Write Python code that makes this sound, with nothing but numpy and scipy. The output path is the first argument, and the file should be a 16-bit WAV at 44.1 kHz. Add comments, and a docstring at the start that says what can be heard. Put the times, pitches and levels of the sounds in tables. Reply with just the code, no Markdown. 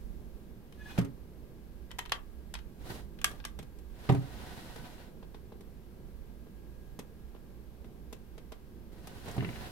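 """A shut dresser drawer creaks and jolts, its brass pulls clink, then it is slid open and pushed towards shut.
Brass, wood and a loose thing: short noise bursts with decaying modes; the case booms and knocks at each jolt.
Sliding is grainy noise through the runner's resonances; a creak is tones with unsteady level and phase.
Place: a small quiet room, a distant fan. Microphone: two ports of a hand-held camera, the left short of bass."""
import sys
import numpy as np
from scipy import signal
from scipy.fft import rfft, irfft, next_fast_len
from scipy.io import wavfile
from scipy.ndimage import map_coordinates

SR = 44100
rng = np.random.default_rng(int(sys.argv[2]) if len(sys.argv) > 2 else 0)


def dump_mix(stems):
    """Bounce the given channels to the path in sys.argv[1] as a 16-bit WAV at rate SR."""
    frames = np.atleast_2d(stems).T  # one column per channel
    limited = np.clip(frames, -1, 1)  # hard clip at full scale
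    pcm = np.round(limited * 32767).astype(np.int16)
    wavfile.write(sys.argv[1], SR, pcm)


N = 428211


def amp(db):
    """Decibels to amplitude."""
    return 10 ** (np.asarray(db) / 20)


def unit(x):
    """The signal scaled to rms 1."""
    return x / np.sqrt(np.mean(x ** 2) + 1e-20)


def lean(left_db):
    """Port gains: the left raised and the right lowered by left_db."""
    return amp([[left_db], [-left_db]])


def along(points, hz):
    """Read (f/Hz, value) points on a log frequency axis."""
    f, value = np.transpose(points)
    return np.interp(np.log(hz + 1), np.log(f + 1), value)


def curves(rows, outside=None):
    """One value per sample for each column after the time."""
    s, *columns = np.transpose(rows)
    t = np.arange(N) / SR
    return [np.interp(t, s, column, outside, outside) for column in columns]


def wobble(rate):
    """A smooth random curve, rate knots a second."""
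    knots = rng.standard_normal(int(N * rate / SR) + 4)
    return map_coordinates(knots, [np.arange(N) * rate / SR])


def filtered(x, response):
    """x shaped by a response of frequency."""
    size = next_fast_len(N + SR // 2)
    hz = np.fft.rfftfreq(size, 1 / SR)
    return irfft(rfft(x, size) * response(hz), size)[..., :N]


def rush(spectrum, grain_db=0):
    """Stereo noise of rms 1, alike in the bass; grain makes single asperities stand out."""
    # left-right likeness at the two ports: f/Hz, correlation
    alike = [(30, .97), (150, .92), (550, .6), (1500, .05), (15000, 0)]
    white = rng.standard_normal((2, N)) * amp(grain_db * wobble(400))

    def mid_side(hz):
        turn = np.arccos(np.clip(along(alike, hz), -1, 1)) / 2
        colour = amp(np.where(hz < spectrum[0][0], -120, along(spectrum, hz)))
        return colour * [np.cos(turn), np.sin(turn)]

    mid, side = filtered(white, mid_side)
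    return unit(np.array([mid + side, mid - side]))


def add(track, s, sound):
    """Mix a sound into the track at time s."""
    part = track[..., round(s * SR):][..., :sound.shape[-1]]
    part += sound[..., :part.shape[-1]]


def burst(rows, spectrum, attack):
    """Contact noise (t/s, level/dB, t60/s): many unresolved modes dying together."""
    level, t = np.zeros(N), np.arange(SR // 4) / SR
    for s, db, t60 in rows:
        add(level, s, (1 - np.exp(-t / attack)) * amp(db - 60 * t / t60))
    return level * rush(spectrum)


def bursts(rows, spectrum, attack):
    """A crack and its treble, which dies faster: (t/s, crack/dB, treble/dB, t60/s)."""
    # treble of a hard contact: f/Hz, relative level/dB per Hz
    snap = [(4500, -8), (6000, -4), (10000, -6), (13500, -8), (16000, -24)]
    crack_rows = [(s, crack_db, t60) for s, crack_db, _, t60 in rows]
    treble_rows = [(s, treble_db, 0.68 * t60) for s, _, treble_db, t60 in rows]
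    return burst(crack_rows, spectrum, attack) + burst(treble_rows, snap, attack)


def ringing(modes, seconds, scatter_db, attack, lag):
    """One blow on a body's modes; it reaches the left port lag seconds before the right."""
    t = np.arange(round(seconds * SR)) / SR
    hz, db, t60 = np.transpose(modes)[:, :, None, None]
    draw = rng.standard_normal((len(modes), 4, 1))
    phase = np.pi * hz * lag * np.array([[1], [-1]])
    phase = phase + draw[:, 1:3] * np.minimum(hz / 4000, .6)  # treble phases differ more between ports
    hz = hz * (1 + .015 * draw[:, 3:])  # each blow's modes vary slightly in pitch
    level = amp(db + scatter_db * draw[:, :1] - 60 * t / t60)
    ring = level * np.sin(2 * np.pi * hz * t + phase)
    return ring.sum(0) * (1 - np.exp(-t / attack)) / np.linalg.norm(amp(db))


def taps(table, t60, modes, scatter_db, attack):
    """Each contact makes a short burst and rings the body; a soft one spares the high modes."""
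    # table: t/s, level/dB, treble/dB and ring/dB relative to that level
    # contact noise of small hard things: f/Hz, relative level/dB per Hz
    crack = [(300, -9), (800, 5), (1500, 5), (3500, 5.5), (6000, -6), (7500, -40)]
    dull_hz = 4000  # modes above half this pitch follow a soft contact's loss of treble
    out = bursts([(s, db, db + treble, t60) for s, db, treble, ring_db in table], crack, attack)
    for s, db, treble, ring_db in table:
        softness_db = min(treble, 0)
        struck = [(hz, level + softness_db * max(hz / dull_hz - .5, 0), decay) for hz, level, decay in modes]
        add(out, s, amp(db + ring_db) * ringing(struck, .25, scatter_db, attack, lag=.00011))
    return out


def pulls():
    """The same brass modes, weighted by which pull is struck and where."""
    # brass pull on its plate: t/s, level/dB, treble/dB and ring/dB relative to that level
    contacts = [(0.724, -53.5, -3, -8), (1.9073, -49, -17, 7), (1.914, -44.5, -1.5, 8),
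                (1.9856, -39, -1, 1), (1.9894, -31, -3, 9), (2.053, -46, -12, -4), (2.059, -47, -4, 8),
                (2.0946, -43.5, -7, -3), (2.1197, -20, -10, 2), (2.5396, -34, -2.5, -14),
                (2.5518, -35.5, -16, -16), (2.589, -48, -9, -17), (3.1882, -47.5, -11, -5),
                (3.2149, -43, -1, 2), (3.2431, -22.5, 4.5, 9.5), (3.314, -46.5, -1, -6),
                (3.401, -47, -23, -2), (3.441, -45, -18, -1), (3.4505, -32.5, 0, 0.5)]
    # brass modes: f/Hz, t60/s, then level/dB for the right pull clinking in its posts,
    # level/dB for it slapping its plate, level/dB for the left pull
    brass = [(990, .024, -1, -6, -12), (1158, .036, -12, -1, -5), (1630, .033, -14, -12, 0),
             (1920, .02, 0, -9, -16), (2330, .02, -10, -14, -18), (2830, .025, -10, 0, -5),
             (3095, .022, 0, 3, -10), (3390, .024, -5, -2, 1), (4600, .02, -20, -16, -10),
             (5300, .015, -14, -14, -18), (6200, .015, -15, -20, -5), (7200, .018, -10, -12, -11),
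             (8160, .015, -20, -16, -11)]
    left_from_s = 2.3  # the hand turns to the left pull
    slap_db = -24  # a contact above this level slaps the plate
    rows = [[], [], []]
    for row in contacts:
        s, db = row[:2]
        place = 2 if s > left_from_s else int(db > slap_db)
        rows[place].append(row)
    out = 0
    for place in range(3):
        modes = [(hz, db[place], t60) for hz, t60, *db in brass]
        out = out + taps(rows[place], 0.031, modes, scatter_db=1.5, attack=.0005)
    return out * lean(1.2)


def jolts():
    """Blunt blows: the case booms, the drawer sides knock, the contact cracks."""
    # drawer jolting in its case: t/s, boom level/dB, knock level/dB, crack level/dB, treble level/dB
    blows = [(0.977, -45, -35, -28, -46), (.985, -17.5, -10.5, -35, -36.5), (1.012, -26.5, -34, -41, -51),
             (1.046, -25.5, -31, -42.5, -49), (3.5897, -38, -33, -59, -60), (4.0895, -25, -27, -24, -49),
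             (4.097, -12.5, -11.5, -40, -46), (4.12, -22, -29, -39, -45), (4.147, -17, -22, -38, -47),
             (6.9896, -51, -34, -58, -65), (9.281, -42, -31.5, -37.5, -46), (9.311, -48, -45, -45, -44.5),
             (9.365, -38, -27.5, -48, -48), (9.379, -20, -24, -35, -64), (9.424, -24, -23.5, -38.5, -66),
             (9.444, -25, -36, -41, -66), (9.462, -37, -46, -56, -66), (9.489, -34.5, -37, -49, -66),
             (9.511, -40, -43, -48, -66)]
    # case modes: f/Hz, relative level/dB, t60/s
    case = [(100, -15, 0.3), (125, -3.5, 0.29), (146, -15, 0.2), (166, -9, 0.24), (272, -13, 0.2),
            (392, -16, 0.12)]
    # drawer side modes: f/Hz, relative level/dB, t60/s
    sides = [(195, 2, 0.083), (250, -3, 0.08), (420, -2, 0.03), (590, -4, 0.04), (690, -1, 0.035),
             (765, -1, 0.035), (925, -5, 0.03)]
    # noise of wood on wood: f/Hz, relative level/dB per Hz
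    thud = [(300, 10.5), (700, 2.5), (1300, 0), (2000, -4), (3200, -7), (6000, -21.5), (7500, -58)]
    contact_ms, shut_contact_ms = .9, 2.0  # length of a blow; longer while the drawer sits shut
    shut_until_s, noise_t60_s = 2.8, 0.064
    out = bursts([(s, crack, treble, noise_t60_s) for s, *_, crack, treble in blows], thud, attack=0.0025)
    for s, boom_db, knock_db, *_ in blows:
        blow_ms = shut_contact_ms if s < shut_until_s else contact_ms
        push = np.hanning(3 + int(blow_ms * SR / 1000))[None]
        knock = ringing(sides, .2, scatter_db=2.5, attack=.001, lag=.0001)
        add(out, s, amp(knock_db) * signal.fftconvolve(knock, push / push.sum(), axes=1))
        add(out, s, amp(boom_db) * ringing(case, .5, scatter_db=1.2, attack=.004, lag=.0001))
    return out


def slides():
    """Rough wood on wood: grainy noise in the runner's resonances, trembling; hiss and rumble follow the rub."""
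    # wood rubbing on wood, one curve per stroke: t/s, rub level/dB
    strokes = [
        [(.74, -72), (.88, -56), (1.0, -55)],
        [(2.77, -76), (2.84, -59.5), (2.9, -48.5), (2.96, -50), (3.02, -60), (3.07, -79)],
        [(3.25, -62), (3.32, -56.5), (3.35, -64), (3.4, -63)],
        [(3.9, -78), (4.0, -58.5), (4.08, -55), (4.2, -57.5), (4.55, -52.5), (4.75, -54), (4.95, -57),
         (5.06, -62.5), (5.2, -90)],
        [(8.92, -67.5), (9.05, -60.5), (9.3, -52), (9.42, -55.5), (9.55, -52), (9.71, -53)],
    ]
    # how much the case rumbles along in each stroke at the usual rub: level/dB
    stroke_rumble_db = [-53, -47.5, -47, -51, -49.5]
    # colours of the rub, the case rumble and the hiss: f/Hz, relative level/dB per Hz
    rub_colour = [(400, -47), (700, -0.5), (1100, -4), (1510, -2.5), (2350, -6.5), (4070, -8.5),
                  (6000, -19.5), (9000, -25)]
    rumble_colour = [(45, -21), (90, 2.5), (220, -7), (500, -11.5), (900, -19.5), (1400, -36.5)]
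    hiss_colour = [(2940, 4), (5000, 3.5), (7270, -1), (12300, 0), (16000, -16)]
    # runner resonances under the rub: f/Hz, width/Hz, lift/dB
    resonances = [(723, 61, 6.5), (967, 90, 6), (1510, 47, 8), (1900, 74, 5), (2780, 150, 2.5),
                  (4050, 200, 3.5)]
    usual_rub_db, hiss_db = -55, -62.5  # hiss level at the usual rub
    rumble_grows, hiss_grows = 0.72, 1.2  # dB gained per dB of rub

    def runner(f):
        return amp(sum(db / (1 + (2 * (f - hz) / width) ** 2) for hz, width, db in resonances))

    harder_db = np.array([curves(rows, outside=-200)[0] for rows in strokes]) - usual_rub_db
    hardest_db = harder_db.max(0)
    rumble = amp(np.array(stroke_rumble_db)[:, None] + rumble_grows * harder_db).sum(0)
    rub = amp(usual_rub_db + hardest_db)
    hiss = amp(hiss_db + hiss_grows * hardest_db)
    body = rub * unit(filtered(rush(rub_colour, grain_db=0.5), runner))
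    body = body + rumble * rush(rumble_colour, grain_db=3)
    tremble = amp(1.9 * wobble(45))  # unsteady pressure
    return tremble * body + hiss * rush(hiss_colour)


def squeak():
    """Sticking and slipping keeps the runner's resonances ringing roughly; the upper ones come late."""
    # creak of the runner: t/s, lowest resonance level/dB, upper resonances level/dB
    swells = [(.77, -78, -87), (.82, -52.5, -69), (.848, -77, -76), (.862, -51.5, -74), (.905, -65, -61),
              (.935, -70, -64), (.96, -80, -76)]
    # creaking resonances, lowest first: f/Hz, relative level/dB, phase scatter/rad
    creak = [(1700, 0, .4), (2495, 1, .55), (2900, -7, 1.6), (3410, -3, 1.6), (6200, -11, 1.8)]
    t = np.arange(N) / SR
    low_db, upper_db = curves(swells, outside=-200)
    tones = []
    for hz, db, rough in creak:
        level = amp(db + 2 * wobble(70))
        tones.append(level * np.sin(2 * np.pi * hz * t + rough * wobble(130)))
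    low, *upper = tones
    return np.sqrt(2) * (amp(low_db) * low + amp(upper_db) * sum(upper)) * lean(1.5)


def finger_ticks():
    """Wood ticks under the fingers ring the drawer front, more so where the treble is weak."""
    # finger contacts: t/s, level/dB, treble/dB relative to that level
    contacts = [(3.5889, -44.5, -1.5), (3.627, -54, 0), (3.7864, -59.5, 1.5), (4.505, -66, -3),
                (4.7596, -47, -2), (5.227, -55, -15), (5.3445, -51, -11), (5.5206, -59, -29),
                (5.607, -56.5, 1), (6.468, -66, -31), (6.9901, -43.5, 1.5), (7.347, -61.5, -33),
                (7.362, -66, -29), (7.843, -57.5, -8), (8.1267, -45.5, 2), (8.3784, -51, -4),
                (8.52, -46.5, -3.5), (9.0712, -46.5, 3)]
    # drawer front modes: f/Hz, relative level/dB, t60/s
    panel = [(250, -3, .045), (440, 0, .04), (620, -3, .03), (800, -4, .025), (1000, -6, .02),
             (1500, -9, .015)]
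    ring_db, soft_rings = 13, 0.34  # panel over the contact noise; dB more ring per dB less treble
    ticks = [(s, db, treble, ring_db - soft_rings * treble) for s, db, treble in contacts]
    return taps(ticks, 0.057, panel, scatter_db=2, attack=.0012) * lean(.6)


def loose_rattle():
    """A loose thing bounces in the drawer: dull contacts with strong, short ringing."""
    # bounces: t/s, level/dB
    contacts = [(9.405, -41), (9.446, -41), (9.489, -44.5), (9.529, -51), (9.558, -49), (9.642, -54)]
    # modes of the loose thing: f/Hz, relative level/dB, t60/s
    loose = [(1550, -6, .014), (1800, -1, .016), (2050, 0, .016), (2300, -1, .016), (2600, -2, .018),
             (2870, 0, .022)]
    treble_db, ring_db = -24, 18  # relative to each contact's level
    bounces = [(s, db, treble_db, ring_db) for s, db in contacts]
    return taps(bounces, 0.021, loose, scatter_db=1.5, attack=.002) * lean(2.2)


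def air():
    """Building rumble, room hum, faint fan tones and the microphones' own hiss."""
    # building rumble over time: t/s, level/dB
    low_level = [(0, -39), (.6, -49.5), (3.5, -44), (5.1, -48.5), (6.5, -46.5), (7.5, -50), (9.71, -49)]
    # colours of the building rumble, room hum and microphone hiss: f/Hz, relative level/dB per Hz
    low_colour = [(10, -28), (25, -3), (45, 1), (65, -0.5), (80, -16), (130, -58)]
    hum_colour = [(47, -35), (80, -2), (237, -2.5), (269, -10.5), (345, -6.5), (537, -15.5), (629, -21),
                  (1200, -33.5), (1560, -67), (2640, -120)]
    hiss_colour = [(500, -5.5), (900, -5), (1700, -9.5), (4700, -16), (7000, -20.5), (10000, -20),
                   (12900, -13), (14500, -19), (16000, -19.5)]
    # distant fan tones: f/Hz, level/dB rms before their wobble
    fan_tones = [(59, -56), (118, -67), (937, -88), (1582, -86), (1642, -86)]
    hum_db, hiss_db = -53, -66.5
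    t = np.arange(N) / SR
    low_db, = curves(low_level)
    fan = 0
    for hz, db in fan_tones:
        level = amp(db + 3 + 2 * wobble(1.5))  # 3 dB from rms to peak
        fan = fan + level * np.sin(2 * np.pi * hz * t + 1.5 * wobble(4))
    low = amp(low_db + 1.2 * wobble(6)) * rush(low_colour)
    hum = amp(hum_db + 1.2 * wobble(7)) * rush(hum_colour)
    return low + hum + fan + amp(hiss_db) * rush(hiss_colour)


def room(x):
    """Each frequency of the walls' answer dies at its own speed; the answer is thin in the bass."""
    # decay of the small room: f/Hz, t60/s
    walls = [(300, 0.35), (3000, 0.16), (5000, 0.13), (12000, 0.19)]
    hz, t, noise = signal.stft(rng.standard_normal((2, SR // 2)), SR, nperseg=256)
    colour = (hz / (hz + 600) / (1 + hz / 5000))[:, None]
    decay = amp(-60 * t / along(walls, hz)[:, None])
    tail = signal.istft(noise * colour * decay, SR, nperseg=256)[1]
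    later = np.pad(x, ((0, 0), (200, 0)))  # the walls answer 200 samples late
    return signal.fftconvolve(later, tail / np.linalg.norm(tail[0]), axes=1)[:, :N]


def scene():
    """The dresser's contacts and creak with the room's answer, then the sliding and the air."""
    near = pulls() + jolts() + squeak() + finger_ticks() + loose_rattle()
    return near + amp(-11.0) * room(near) + slides() + air()


def record(dry):
    """The left port leaks: less bass, with a phase lead. A slight offset; nothing above the band limit."""
    corner_hz, top_hz = 152, 15830  # bass corner of the left port; band limit of both

    def ports(hz):
        left = 1j * hz / (corner_hz + 1j * hz)
        right = 1 + 0 * hz
        return np.array([left, right]) * (hz < top_hz)

    return filtered(dry, ports) + .001


dry = scene()
out = record(dry)
dump_mix(out)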